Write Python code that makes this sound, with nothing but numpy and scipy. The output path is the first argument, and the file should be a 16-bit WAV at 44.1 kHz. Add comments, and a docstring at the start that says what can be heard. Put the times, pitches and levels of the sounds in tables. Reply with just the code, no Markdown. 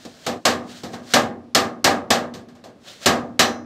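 """A steel hammer closes the seam of a sheet-metal box that rests on a steel bar in a small workshop.
Each blow shakes the sheet at many pitches at once (its modes), making a crash whose treble dies first.
The solid steel rings along, mostly faintly. Between blows the box is shifted: it scrapes along
the bar and knocks lightly against it. Under it all lies the quiet, low noise of the room."""
import sys
import numpy as np
from scipy import signal
from scipy.io import wavfile
from scipy.ndimage import uniform_filter1d

SR = 44100
rng = np.random.default_rng(int(sys.argv[2]) if len(sys.argv) > 2 else 0)


def waveform_to_disk(signal):
    """Save audio, clipped to [-1, 1], as 16-bit WAV at the path in sys.argv[1]."""
    frames = np.transpose(np.atleast_2d(signal))
    scaled = np.clip(frames, -1, 1) * 32767
    samples = np.round(scaled).astype(np.int16)
    wavfile.write(sys.argv[1], SR, samples)


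N = 160965

# Levels in the tables are relative. A ring time (t60) is how long a sound takes to fall by 60 dB.
# tone colour of the room's noise: f/Hz, level/dB
ROOM_SPECTRUM = [(30, -21), (100, -2.5), (240, 1), (600, -6.5), (1500, -20.5), (5000, -27), (9000, -39),
                 (15000, -49)]
# tone colour of the box rubbing on the bar: f/Hz, level/dB
SCRAPE_SPECTRUM = [(100, -17.5), (240, 2.5), (400, -34.5), (620, 13.5), (900, -4), (1350, 5), (1650, 6),
                   (2200, 0), (3900, 5), (7500, -1.5), (10000, -15), (15000, -17)]
# shoves of the box: t/s at top speed, rise/s, fade/s, level/dB, rasp against the rub/dB
SHOVES = [(0.02, 0.086, 0.29, -48.5, -16.5), (0.262, 0.046, .02, -46.5, 1),
          (0.705, 0.024, 0.057, -45.5, -0.5), (0.775, 0.055, 0.073, -45, -4.5),
          (0.946, 0.021, 0.016, -41, -5), (1.125, 0.038, 0.023, -34.5, -13.5),
          (2.881, 0.029, 0.11, -41.5, -1), (3.034, 0.012, 0.056, -34.5, -12)]
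# tone colour of the sheet's crash, a crowd of close modes: f/Hz, level/dB
SHEET_SPECTRUM = [(35, -35.5), (60, -25), (95, -1), (125, -8), (200, -0.5), (320, 1.5), (430, -4),
                  (680, 5.5), (900, -6.5), (1150, 2), (1400, -8), (1650, -1), (2300, -6), (4200, -0.5),
                  (6000, -4.5), (8000, -10), (9500, -27.5), (12500, -12.5), (16000, -45.5)]
# how long the crash rings: f/Hz, t60/s
SHEET_RING_TIMES = [(80, 0.7), (240, 0.71), (560, 0.51), (1470, 0.37), (2600, .27), (5000, 0.22),
                    (10000, 0.23), (15000, 0.18)]
# strongest modes of the box's panels: f/Hz, level/dB, t60/s
PANEL_MODES = [(104, -42, .7), (226, -30, .8), (241, -24, .95), (288, -31, .6), (381, -26, .55),
               (462, -27, .55), (501, -24, .55), (587, -29, .5), (667, -28, .5), (750, -28, .5),
               (797, -25, .45), (1082, -30, .43), (1206, -28, .43), (1625, -28, .36)]
# modes of the solid steel: f/Hz, level/dB, t60/s
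STEEL_MODES = [(2510, -27, .25), (3010, -24, .24), (3268, -25, .25), (4022, -20, .29), (4121, -26, .27),
               (5184, -32, .42), (5826, -27, .34), (5960, -29, .34), (6024, -26, .37), (6589, -31, .38)]
# knocks on the bar: t/s, bass/dB, body/dB, middle/dB, treble/dB, ring time as a share of a blow's
BOX_KNOCKS = [(0.05, -14.5, -18, -28.5, -25, 0.43), (0.834, -9, -14.5, -21.5, -22.5, 0.89),
              (0.932, -14, -17.5, -19.5, -30, 1), (1.159, -6, 6, 3.5, -15, 0.42),
              (1.865, -4, -1.5, 2.5, -14, 0.88), (2.338, -12, -25, -25, -26.5, 1),
              (2.485, -22, -41, -35.5, -42.5, 1), (2.551, -34, -38, -38, -43, 0.98),
              (2.639, -22.5, -22.5, -31, -33, 1)]
# blows: t/s, bass/dB, body/dB, middle/dB, treble/dB, steel ring/dB, wait until a hand damps the sheet/s
HAMMER_BLOWS = [(0.2642, -6, -6, -9, -14.5, -41, 0.11), (0.452, -2, 0, 1.5, -2.5, -19.5, 0.69),
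                (1.1364, 1, 0.5, 4.5, -2, -34, 0.67), (1.548, 0, -1, 3.5, -1.5, -18, 0.86),
                (1.8423, 0.5, -0.5, 2.5, -1.5, -21.5, 0.85), (2.104, -2, -0.5, 2.5, -3.5, -20, 0.54),
                (3.0591, 3.5, 2, 5, -2, -19.5, 0.71), (3.3924, 1, -2, 5.5, 0, -1, 0.71)]

COLOUR_HZ = [180, 500, 1400, 4500]   # where bass, body, middle and treble sit
BAND_EDGES_HZ = np.geomspace(25, 17000, 39)
BAND_HZ = np.sqrt(BAND_EDGES_HZ[1:] * BAND_EDGES_HZ[:-1])
RING_T = np.arange(SR) / SR   # the second that follows a hit


def from_db(db):
    """Turn decibels into a gain to multiply by."""
    return 10 ** (np.asarray(db) / 20)


def at_hz(points, hz):
    """Read between the rows of a table, with every octave equally wide."""
    f, value = np.transpose(points)
    return np.interp(np.log(hz), np.log(f), value)


def add(out, start_s, sound):
    """Mix a sound in at its start time."""
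    i = int(start_s * SR)
    out[i:i + len(sound)] += sound[:N - i]


def band_pass(sound, edges_hz):
    """Keep the part of a sound between two frequencies."""
    return signal.sosfilt(signal.butter(2, edges_hz, "band", fs=SR, output="sos"), sound)


def noise_bands(size):
    """Equally strong bands of noise, each a quarter of an octave wide."""
    white = rng.standard_normal((2, size + SR // 4))   # extra length lets the filters settle
    bands = np.array([band_pass(white[k % 2], BAND_EDGES_HZ[k:k + 2])[-size:]
                      for k in range(len(BAND_HZ))])
    return bands / bands.std(axis=1, keepdims=True)


def band_gains(spectrum):
    """Share a total power of 1 among the bands to give a tone colour."""
    gain = from_db(at_hz(spectrum, BAND_HZ)) * np.sqrt(np.diff(BAND_EDGES_HZ))
    return gain / np.linalg.norm(gain)


def decay(t60, wait_s=0):
    """Hold steady for wait_s, then fall by 60 dB every t60 seconds."""
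    return np.exp(-np.log(1000) * np.maximum(RING_T - wait_s, 0) / t60)


def room_tone(level_db=-52):
    """The workshop's steady, low background noise."""
    return from_db(level_db) * (band_gains(ROOM_SPECTRUM) @ noise_bands(N))


def scrapes(rasp_hz=(2900, 4500), grain_s=0.003, grain_db=1):
    """Grainy rubbing swells and fades with each shove; a catching edge adds a rasp."""
    t, out = np.arange(N) / SR, np.zeros(N)
    rub = band_gains(SCRAPE_SPECTRUM) @ noise_bands(N)
    rasp = band_pass(rng.standard_normal(N), rasp_hz)
    rasp /= rasp.std()
    for peak_s, rise_s, fade_s, db, rasp_db in SHOVES:
        speed = np.exp(-np.maximum((peak_s - t) / rise_s, (t - peak_s) / fade_s))
        out += from_db(db) * speed * (rub + speed * from_db(rasp_db) * rasp)
    grain = uniform_filter1d(rng.standard_normal(N), int(grain_s * SR))
    return out * from_db(grain_db * grain / grain.std())


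def modes(table, strength_db, ring_scale=1, detune=0, spread_db=0.52):
    """Struck metal rings as fading sine waves, a little different in strength each time."""
    hz, db, t60 = np.transpose(table)
    hz = hz * (1 + detune * rng.standard_normal(len(hz)))
    gain = from_db(db + strength_db + spread_db * rng.standard_normal(len(hz)))
    phase = rng.uniform(0, 2 * np.pi, (len(hz), 1))
    sines = np.sin(2 * np.pi * hz[:, None] * RING_T + phase)
    return gain @ (sines * decay(ring_scale * t60[:, None]))


def build_up(hz=950):
    """Bending waves take a moment to fill the sheet; high ones spread faster."""
    rise_s = 0.0017 * (950 / hz) ** 0.62
    return 1 - np.exp(-RING_T / rise_s)


def struck_sheet(noise, strengths_db, ring_scale=1, crash_db=-10, panel_db=0.5):
    """One hit: noise bands swell and die like a crowd of modes, and the strong panel modes ring too."""
    colour = list(zip(COLOUR_HZ, strengths_db))
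    t60 = ring_scale * at_hz(SHEET_RING_TIMES, BAND_HZ)[:, None]
    envelope = build_up(BAND_HZ[:, None]) * decay(t60)
    bands = noise * envelope
    gain = band_gains(SHEET_SPECTRUM) * from_db(crash_db + at_hz(colour, BAND_HZ))
    # each band gets its share of the energy, however the noise happens to fall
    evening_out = np.linalg.norm(envelope, axis=1) / np.linalg.norm(bands, axis=1)
    crash = (gain * evening_out) @ bands
    mode_db = panel_db + at_hz(colour, np.array(PANEL_MODES)[:, 0])
    panel = modes(PANEL_MODES, mode_db, ring_scale, detune=0.0042)   # pitch shifts with spot and grip
    return crash + build_up() * panel


def knocks():
    """The box bounces on the bar after two heavy blows, and settles on it with light touches."""
    out = np.zeros(N)
    for start_s, *strengths_db, ring_scale in BOX_KNOCKS:
        add(out, start_s, struck_sheet(noise_bands(SR), strengths_db, ring_scale))
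    return out


def sheet_shimmer(count=260, level_db=-11.5, ring_scale=0.92):
    """Scattered high modes of the sheet stand out from the crash."""
    hz = np.geomspace(1700, 14000, count) * rng.uniform(.99, 1.01, count)
    gain = from_db(at_hz(SHEET_SPECTRUM, hz) - rng.uniform(-1.4, 1, count)) * np.sqrt(hz)
    db = 20 * np.log10(gain / np.linalg.norm(gain))
    high_modes = np.column_stack([hz, db, at_hz(SHEET_RING_TIMES, hz)])
    return build_up(COLOUR_HZ[-1]) * modes(high_modes, level_db, ring_scale)


def crack(gain_db=-3, fade_s=0.008, band_hz=(2400, 7580)):
    """The short, bright snap of steel meeting steel."""
    burst = rng.standard_normal(SR) * np.exp(-RING_T / fade_s) + 1e-18   # tiny offset keeps filtering fast
    return from_db(gain_db) * build_up() * band_pass(burst, band_hz)


def hammer(same_share=0.23, damped_t60_s=0.17, steel_boost_db=0.5):
    """Blows land on slightly different spots of the seam; a hand damps the sheet but not the steel."""
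    out = np.zeros(N)
    same_noise = noise_bands(SR)   # the part of the crash that every blow shares
    shimmer = sheet_shimmer()
    for start_s, bass_db, body_db, middle_db, treble_db, steel_db, wait_s in HAMMER_BLOWS:
        noise = np.sqrt(same_share) * same_noise + np.sqrt(1 - same_share) * noise_bands(SR)
        sheet = struck_sheet(noise, (bass_db, body_db, middle_db, treble_db))
        sheet += from_db(treble_db) * (crack() + shimmer)
        hand = decay(damped_t60_s, wait_s)
        steel = modes(STEEL_MODES, steel_boost_db + steel_db)
        add(out, start_s, sheet * hand + steel)
    return out


def scene():
    """Blows, knocks and scrapes over the quiet workshop, in one channel."""
    return (room_tone() + hammer() + knocks() + scrapes())[None]


def record(dry, ceiling=1.18, cutoff_hz=15600):
    """Round off the loudest peaks and cut the highest treble."""
    rounded = ceiling * np.tanh(dry / ceiling)
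    low_pass = signal.ellip(10, .1, 80, cutoff_hz, fs=SR, output="sos")
    return signal.sosfilt(low_pass, rounded)


dry = scene()
out = record(dry)
waveform_to_disk(out)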